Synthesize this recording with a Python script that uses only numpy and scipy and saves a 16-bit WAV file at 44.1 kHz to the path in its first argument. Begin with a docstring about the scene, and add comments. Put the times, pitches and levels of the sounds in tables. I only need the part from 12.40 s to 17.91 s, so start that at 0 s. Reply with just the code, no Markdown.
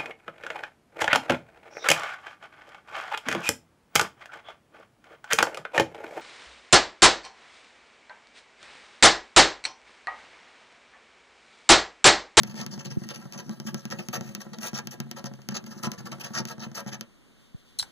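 """A wooden table, close to a phone: a small plastic scraper scrubs the coating of a card that lies on it.
The edge taps down, rasps in short strokes and shakes the table; later the loose tool rattles down.
Noise and snaps drive the resonances of blade, coat, card, table and tool, over hiss and soft bumps.
The phone subtracts a late copy of each microphone port from the other, which combs mid and side."""
import sys
import numpy as np
from scipy import signal
from scipy.fft import rfft, irfft, next_fast_len
from scipy.io import wavfile
from scipy.ndimage import uniform_filter1d, map_coordinates

SR = 44100
rng = np.random.default_rng(int(sys.argv[2]) if len(sys.argv) > 2 else 0)


def persist_wave(psi):
    """Save psi, clipped to +-1, as 16-bit WAV."""
    counts = np.round(np.clip(psi, -1, 1) * 32767).astype(np.int16)
    wavfile.write(sys.argv[1], SR, np.atleast_2d(counts).T)


N = 242991  # samples

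# Room and microphone hiss, spectrum before levelling. Each row: frequency in Hz, density in dB per Hz.
HISS_SPECTRUM = [(40, 4), (90, -1), (140, -0.5), (230, 1.5), (400, -9), (800, -17.5), (1500, -17),
                 (3000, -19), (6000, -25.5), (10000, -29.5), (15300, -39), (15700, -62)]
# Hiss the ports have in common. Each row: frequency in Hz, share of the near port's hiss in the far one.
HISS_ALIKE = [(300, 0.75), (600, 0.3), (1200, 0.05)]
# A faint hiss swells as the hand leaves. Each row: time in seconds, level in dB.
RUSTLE_LEVEL = [(4.9, -87), (5.0, -68), (5.12, -68.5), (5.5, -62)]
# Band of that hiss. Each row: centre in Hz, width in Hz, level in dB.
RUSTLE_BAND = [(3560, 1500, 0)]
# A finger shifts on the phone. Each row: start in seconds, level in dB, nominal pitch in Hz.
FINGER_BUMPS = [(0.57, -12.5, 218), (5.145, -27, 163), (5.417, -36.5, 128)]
# Decay of the short reflections. 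Each row: frequency in Hz, t60 in seconds.
WALL_DECAY = [(200, 0.28), (3000, 0.11), (10000, 0.0086)]
# The tool bounces. Each row: start in seconds, ping level in dB, ping pitch in Hz,
# then rattle, clack and top levels in dB re ping.
BOUNCES = [(5.389, -19, 4280, -18, -22, -15), (5.3955, -16, 4060, -6, -13.5, -42),
           (5.397, -16.5, 4070, -11.5, -30, -29), (5.4002, -25, 4050, -8, -26, -26),
           (5.4055, -29, 4280, 1, -18, -18), (5.4142, -30, 4280, 0, -14, -21),
           (5.4272, -33, 3980, 3, 9, -16.5)]
# Main modes of the free tool. Each row: centre in Hz, width in Hz, level in dB.
TOOL_MODES = [(3250, 500, -3), (4000, 180, -9), (4440, 230, 1), (5160, 180, 8)]
# High modes of the free tool. Each row: centre in Hz, width in Hz, level in dB.
TOOL_TOP_MODES = [(5970, 630, -1), (7100, 330, -3.5), (7940, 290, 6), (9200, 210, -3), (9920, 350, -4.5),
                  (13700, 2500, -23)]
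# Tool against wood. Each row: centre in Hz, width in Hz, level in dB.
CLACK_MODES = [(896, 200, 5.5), (1540, 180, 6.5), (2230, 1300, 0)]
# The edge meets the card. Each row: time in seconds, crack level in dB, knock level in dB.
LANDINGS = [(0.0336, -21.5, -35), (0.143, -40, -36), (0.214, -30, -44), (0.264, -24, -34.5),
            (0.34, -62, -37), (0.378, -39, -33), (0.618, -52, -39), (0.689, -26.5, -45), (0.708, -44, -39),
            (0.7596, -30.5, -62), (0.855, -46, -35), (0.924, -29.5, -45), (0.959, -60, -38),
            (1.0941, -32, -30), (1.2003, -29, -32.5), (1.3444, -23, -26.5), (1.4535, -27, -31.5),
            (1.5026, -32, -41), (1.595, -43, -31.5), (1.6861, -24, -31.5), (1.778, -55, -36),
            (1.8096, -30, -28.5), (1.891, -41, -47), (1.9499, -21.5, -37), (2.0661, -64, -37),
            (2.1862, -31, -36.5), (2.233, -29, -61), (2.332, -36, -30), (2.39, -29, -49),
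            (2.472, -23.5, -34.5), (2.602, -22.5, -29), (2.666, -61, -42), (2.7133, -23, -37),
            (2.77, -60, -46), (2.803, -60, -41), (2.842, -30, -30.5), (2.914, -60, -37), (2.9376, -39, -39),
            (2.99, -57, -41), (3.018, -42.5, -53), (3.088, -21, -28.5), (3.123, -48, -34),
            (3.241, -38.5, -40), (3.368, -58, -41), (3.435, -24, -33.5), (3.471, -31, -24),
            (3.5173, -23.5, -41), (3.606, -57, -36), (3.7196, -35, -35.5), (3.785, -51, -40),
            (3.906, -63, -35.5), (4.0, -52, -28), (4.0531, -24.5, -34), (4.1809, -45, -36.5),
            (4.266, -60, -35), (4.316, -42.5, -39.5), (4.4633, -39, -31.5), (4.61, -23, -38)]
# Strokes of the edge. Each row: start in seconds, length in seconds, rasp level in dB,
# then sheen and pressure on the table, both in dB re rasp.
STROKES = [(0.064, 0.019, -57, -11, -2), (0.093, 0.026, -53.5, -15, -8), (0.148, 0.087, -44, -42, 8.5),
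           (0.308, 0.035, -47.5, -29, 0), (0.386, 0.024, -46.5, -35, 0), (0.444, 0.024, -42.5, -38, 3),
           (0.501, 0.021, -46, -29, 10.5), (0.634, 0.0046, -45, -26, -4), (0.694, 0.019, -43, -33, 0),
           (0.735, 0.028, -48.5, -24, -4), (0.812, 0.0072, -56, -17, -8), (0.929, 0.017, -45.5, -25, 0),
           (0.974, 0.029, -45, -15, 2), (1.104, 0.029, -55, -20, 5), (1.261, 0.027, -42, -12, 8),
           (1.368, 0.032, -60, -21, 0), (1.507, 0.019, -39, -18, 4), (1.583, 0.022, -42.5, -22, 0),
           (1.726, 0.041, -35.5, -11.5, 0), (1.82, 0.1, -57.5, -18, 2), (2, 0.017, -44, -10, -1),
           (2.129, 0.011, -44.5, -21.5, 2), (2.205, 0.084, -39, -8, -3), (2.337, 0.047, -40.5, -21, -9),
           (2.384, 0.0089, -38, -17, -4), (2.507, 0.035, -46, -8.5, -7), (2.759, 0.035, -43.5, -18, -8),
           (2.85, 0.018, -41.5, -20, 5), (3.105, 0.024, -51, -32, 2), (3.14, 0.035, -37, -27, 3),
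           (3.26, 0.011, -43, -12, -13), (3.304, 0.023, -51, -20, 6), (3.375, 0.015, -52.5, -29, 3),
           (3.426, 0.038, -36, -28, 2), (3.53, 0.0066, -45.5, -27, 3), (3.576, 0.022, -47, -19, 2),
           (3.651, 0.021, -43, -20, -1), (3.713, 0.016, -40.5, -23, -2), (3.794, 0.025, -45.5, -11, 0),
           (3.831, 0.035, -42, -13, -1), (3.932, 0.073, -37, -26, -1), (4.07, 0.055, -44.5, -10.5, 2),
           (4.191, 0.065, -45.5, -18, 5), (4.342, 0.063, -41.5, -11.5, -5), (4.468, 0.023, -44, -20, -4),
           (4.513, 0.04, -44.5, -33, 8.5)]
# Weight of the hand. Each row: time in seconds, table rumble in dB.
HAND_WEIGHT = [(0.0, -42.5), (0.2, -47.5), (0.44, -41.5), (1.3, -46), (1.84, -44.5), (2.5, -52),
               (3.05, -54), (3.44, -40.5), (3.6, -49.5), (3.9, -46), (4.12, -52), (4.501, -49.5),
               (4.62, -55), (4.75, -77)]
# Low modes of the table. Each row: centre in Hz, width in Hz, level in dB.
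TABLE_MODES = [(138.2, 16.6, 5), (355.3, 50.5, -14), (191, 22.8, 1), (231.2, 27.2, 0)]
# Modes of the card on wood. Each row: centre in Hz, width in Hz, level in dB.
CARD_MODES = [(352, 31, 1.5), (478.5, 27, -1), (553.3, 18.3, 1.5), (644, 18, -3.5), (723.6, 38, -3.5),
              (879, 58, -3), (1002, 22, -3.5), (1138, 48, -4.5), (1336, 73, -1.5), (1617, 60, -1.5),
              (1846, 192, -6)]
# Modes of the scraper blade. Each row: centre in Hz, width in Hz, level in dB.
EDGE_MODES = [(2100, 430, -14), (2620, 215, 1.5), (3096, 150, 2), (4600, 2870, -2), (5260, 900, 6),
              (6320, 646, 0)]
# Bands of the tearing coat. Each row: centre in Hz, width in Hz, level in dB.
SHEEN_MODES = [(9020, 510, 9.5), (11000, 6300, 4), (14560, 2700, 3.5)]
# Blade at the far port. Each row: frequency in Hz, level in dB re near port.
FAR_BLADE = [(1000, -17), (2600, -44), (4500, -12), (6000, -28), (7200, -20), (9000, -16.5), (14000, -15)]
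# Card at the far port. Each row: frequency in Hz, level in dB re near port.
FAR_CARD = [(350, -13.5), (700, 0), (1000, -17), (2000, -51)]
# How much of the other port is subtracted. Each row: frequency in Hz, share.
CROSS_SHARE = [(300, 0.96), (2600, 0.99), (5200, 0.8), (13000, 0.72)]
# Delay of the subtracted copy. Each row: frequency in Hz, delay in microseconds.
CROSS_US = [(1300, 385), (2520, 395), (3900, 385), (10500, 381)]

AIR_DB = -58  # mean hiss level
REDRAW_S = .25  # the reflections are redrawn this often, so that no single tail colours the whole
PING_S, LEAD_S = 0.00317, 0.0023  # length of a ping; the rattle starts this much earlier
PUSH_HZ = 1480  # a knock is a soft contact, dull above this
HARD_DB, SOFT_DULLS = -21, 0.62  # a hard landing; dB of treble lost per dB softer
CATCHES_PER_S, CATCH_DB, CATCH_SPREAD_DB = 250, 3, 5  # the edge snags on a thicker flake
BITE_S, LET_GO_S = 0.0053, 0.042  # rise of a stroke, t60 after it
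SWELL_DB_PER_S, ARCH_DB_PER_S, ARCH_MEAN = 77, 89, 0.76  # the longer a stroke, the more it grows and arches
# Card drive: rasp level of a usual stroke, gain over it, dB gained per dB of rasp.
USUAL_DB, BODY_DB, BODY_FOLLOWS = -36, 0.8, 0.97
DRAG_DB = -18.5  # light drag between strokes, re hand weight
JOLTS_PER_S = 45  # the wrist rocks on the table in small jolts
TABLE_LOW_HZ, TABLE_TOP_HZ = 79, 700  # the top radiates little below; the soft hand drives little above
SCRAPE_TOP_HZ = 15600  # upper limit of the rasp and table layers; the snaps are not limited here
ACROSS_S = 17.3 / 44100  # travel time from near port to far port
TOP_HZ = 16800  # the band ends here


def amp(db):
    """Decibels to a linear factor."""
    return 10 ** (np.asarray(db) / 20)


def unit(x):
    """x scaled to an rms of one."""
    return x / np.sqrt(np.mean(x ** 2) + 1e-20)


def along(points, hz):
    """Read (Hz, value) points on a log frequency axis."""
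    f, v = np.transpose(points)
    return np.interp(np.log(hz + 1), np.log(f + 1), v)


def wobble(rate):
    """A smooth random curve, rate knots a second."""
    return map_coordinates(rng.standard_normal(int(N * rate / SR) + 4), [np.arange(N) * rate / SR])


def filtered(x, response):
    """x times a complex response of frequency."""
    m = next_fast_len(N + SR // 2)
    return irfft(rfft(x, m) * response(np.fft.rfftfreq(m, 1 / SR)), m)[..., :N]


def ring(force, modes):
    """A force through resonances of alternating polarity, scaled so that white noise keeps its rms."""
    def body(f):
        total = 0
        for k, (centre, width, db) in enumerate(modes):
            damping = 1j * f * width
            total = total + (-1) ** k * amp(db) * damping / (centre * centre - f * f + damping)
        return total

    power = np.mean(abs(body(np.linspace(0, SR / 2, 8192))) ** 2)
    return filtered(force, body) / np.sqrt(power)


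def burst(s, db, rise, t60, into):
    """Add to a force track a short dying puff of noise that starts at s seconds."""
    t = np.arange(SR // 20) / SR
    puff = amp(db - 60 * t / t60) * (1 - np.exp(-t / rise)) * rng.standard_normal(len(t))
    return np.bincount(round(s * SR) + np.arange(len(t)), puff, N + SR)[:N] + into


def air():
    """Hiss of room and microphones, gently wavering; its bass is largely common to both ports."""
    near, own = rng.standard_normal((2, N))
    common = filtered(near, lambda hz: along(HISS_ALIKE, hz))
    far = common + filtered(own, lambda hz: np.sqrt(1 - along(HISS_ALIKE, hz) ** 2))
    hiss = unit(filtered(np.array([near, amp(-2.0) * far]), lambda hz: amp(along(HISS_SPECTRUM, hz))))
    return amp(AIR_DB + 1.3 * wobble(4)) * hiss


def room(x):
    """A short tail of decaying noise, different at each port and redrawn in overlapping pieces."""
    hop = round(REDRAW_S * SR)
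    wet = np.zeros((2, N + 2 * SR))
    x = np.pad(x, (hop, 2 * hop))
    fade = np.sin(np.pi * np.arange(2 * hop) / (2 * hop))
    for start in range(0, N + hop, hop):
        hz, t, z = signal.stft(rng.standard_normal((2, SR // 5)), SR, nperseg=256)
        decay = amp(-60 * t / along(WALL_DECAY, hz)[:, None])
        tail = signal.istft(z * decay, SR, nperseg=256)[1]
        tail = tail / np.linalg.norm(tail[0])
        piece = signal.fftconvolve((x[start:start + 2 * hop] * fade)[None], tail, axes=1)
        wet[:, start:start + piece.shape[1]] += piece
    return wet[:, hop:hop + N]


def rustle():
    """A soft, uneven band of hiss: resonant noise under a wavering level."""
    s, db = np.transpose(RUSTLE_LEVEL)
    level = amp(np.interp(np.arange(N) / SR, s, db, left=-120) + 3.0 * wobble(25))
    return level * ring(rng.standard_normal(N), RUSTLE_BAND)


def bumps():
    """A few soft, quickly damped swings of the case, felt by the far port only."""
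    case, t = np.zeros(N + SR), np.arange(SR // 20) / SR
    for s, db, hz in FINGER_BUMPS:
        age = 1.16 * t * hz
        swell = age * np.exp(1 - age) * amp(-2.5 * age)
        swing = np.sin(2 * np.pi * hz * t * (1.15 - 0.16 * age))  # the pitch sags
        case[round(s * SR):][:len(t)] += amp(db) * swell * swing
    return np.array([np.zeros(N), case[:N]])


def drop():
    """The loose tool chatters to rest: each bounce pings, rattles and clacks on the wood."""
    main, clack, top = np.zeros((3, N))
    ping, t = np.zeros(N + SR), np.arange(SR // 50) / SR
    swell = np.sin(np.pi * np.clip(t / PING_S, 0, 1)) ** 2
    for s, db, hz, rattle_db, clack_db, top_db in BOUNCES:
        ping[round(s * SR):][:len(t)] += amp(db) * swell * np.sin(2 * np.pi * hz * t)
        main = burst(s - LEAD_S, db + rattle_db, 0.00081, 0.009, main)
        clack[round((s + PING_S / 2) * SR)] = amp(db + clack_db)
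        top = burst(s - LEAD_S, db + top_db, 0.00094, 0.069, top)
    rattle = amp(9.5) * ring(main, TOOL_MODES) + amp(12.5) * ring(top, TOOL_TOP_MODES)
    return ping[:N] + rattle + amp(11.0) * ring(clack, CLACK_MODES)


def taps():
    """Each landing is one snap of the blade, a short rattle and a soft push into card and table."""
    crack, push, hard = np.zeros((3, N))
    for s, crack_db, knock_db in LANDINGS:
        at = round(s * SR)
        crack = burst(s, crack_db - 19, .0003, .012, crack)
        crack[at] -= amp(crack_db + 7.0)
        hard[at:] = amp(SOFT_DULLS * (crack_db - HARD_DB))  # holds until the next landing
        push[at] = amp(knock_db)
    push = filtered(push, lambda hz: 1 / (1 + 1j * hz / PUSH_HZ) ** 2)
    direct = np.diff(hard * crack, prepend=0)  # the bare edge radiates treble best
    blade = amp(6.0) * ring(crack, EDGE_MODES) + amp(-3.5) * ring(hard * crack, SHEEN_MODES)
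    blade = blade + amp(-14.0) * direct
    card = amp(-3.0) * ring(crack, CARD_MODES) + amp(15.0) * ring(push, CARD_MODES)
    return np.array([blade, card, amp(34.0) * ring(push, TABLE_MODES)])


def grit(spiky_db, clump_db, tint_db):
    """Tearing of tiny flakes: noise of uneven grain, in clumps whose colour drifts with the blade's angle."""
    size = amp(spiky_db * wobble(3000) + clump_db * wobble(220) + 0.31 * clump_db * wobble(60))
    snag_db = CATCH_DB + CATCH_SPREAD_DB * np.minimum(rng.exponential(size=N), 2)
    snag = (rng.random(N) < CATCHES_PER_S / SR) * amp(snag_db)
    z = signal.stft(size * (rng.standard_normal(N) + snag), nperseg=128)[2]
    tint = uniform_filter1d(rng.standard_normal(z.shape), size=3, axis=0)  # smooth over frequency
    tint = uniform_filter1d(tint, size=30, axis=1)  # and over time
    return unit(signal.istft(z * amp(tint_db * unit(tint)), nperseg=128)[1][:N])


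def scrape():
    """Each stroke bites, arches and lets go; grit drives blade, coat and card, the hand shakes the table."""
    t = np.arange(N) / SR
    rasp, sheen, body, press = np.zeros((4, N))
    for s, length, db, sheen_db, press_db in STROKES:
        span = slice(round(s * SR), round((s + length) * SR) + SR // 10)
        u = t[span] - s
        way = np.clip(u / length, 0, 1)
        bite = np.clip(u / BITE_S, 0, 1) * amp(-60 * np.clip(u - length, 0, 1) / LET_GO_S)
        swell = SWELL_DB_PER_S * (way - .5)
        arch = ARCH_DB_PER_S * (np.sin(np.pi * way) - ARCH_MEAN)
        shape = bite * amp(length * (swell + arch))
        rasp[span] += shape * amp(db)
        sheen[span] += shape * amp(db + sheen_db)
        body[span] += shape * amp(USUAL_DB + BODY_DB + BODY_FOLLOWS * (db - USUAL_DB))
        press[span] += shape * amp(db + press_db)

    s, weight_db = np.transpose(HAND_WEIGHT)
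    weight_db = np.interp(t, s, weight_db, right=-120)
    drag = amp(weight_db + DRAG_DB + 2.4 * wobble(30.2))
    jolts = (rng.random(N) < JOLTS_PER_S / SR) * np.sqrt(SR / JOLTS_PER_S) * amp(3 * rng.standard_normal(N))
    rumble = amp(weight_db) * (jolts + .4 * rng.standard_normal(N))

    flakes = grit(spiky_db=3, clump_db=2.5, tint_db=3)
    blade = amp(2.0) * ring((rasp + drag) * flakes, EDGE_MODES)
    coat = amp(2.0) * ring((sheen + amp(-8.0) * drag) * flakes, SHEEN_MODES)
    card_flakes = grit(spiky_db=3.5, clump_db=1.94, tint_db=2.17)
    card = amp(-3.0) * ring((body + amp(5.0) * drag) * card_flakes, CARD_MODES)
    table = ring(amp(8.5) * rumble + amp(3.5) * press * rng.standard_normal(N), TABLE_MODES)
    table = filtered(table, lambda hz: 1 / (1 + 1j * hz / TABLE_TOP_HZ) ** 3)
    return filtered(np.array([blade + coat, card, table]), lambda hz: 1 / (1 + (hz / SCRAPE_TOP_HZ) ** 40))


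def ports(x, gain, lag_s):
    """Near and far port: the far one hears the source weaker and lag_s seconds later."""
    return np.array([x, filtered(x, lambda hz: gain(hz) * np.exp(-2j * np.pi * hz * lag_s))])


def scene():
    """Place every source at the two ports and add reflections, hiss and bumps."""
    blade, card, table = scrape() + taps()
    tool = drop()
    table = filtered(table, lambda hz: (1j * hz / (TABLE_LOW_HZ + 1j * hz)) ** 2)
    table = table + amp(-18) * room(table)[0]
    direct = ports(blade, lambda hz: amp(along(FAR_BLADE, hz)), ACROSS_S)
    direct = direct + ports(tool + rustle(), lambda hz: amp(-23), ACROSS_S)
    direct = direct + ports(card, lambda hz: amp(along(FAR_CARD, hz)), 1e-4)
    direct = direct + ports(table, lambda hz: amp(-3.8), 0)  # the broad table top reaches both at once
    reflected = room(amp(-12.5) * blade + amp(-12.0) * card + amp(-15) * tool)
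    return direct + reflected + air() + bumps()


def record(dry):
    """Each channel is its port minus the other one, delayed; then the band limit."""
    def cross(hz):
        return along(CROSS_SHARE, hz) * np.exp(-2j * np.pi * hz * along(CROSS_US, hz) / 10 ** 6)

    def band(hz):
        dull = amp(-6 * np.clip((hz - 15200) / 500, 0, 1))  # the top of the band falls off gently
        return dull * (hz < TOP_HZ)

    late = filtered(dry[::-1], cross)
    return filtered(dry - late, band)


dry = scene()
out = record(dry)
persist_wave(out)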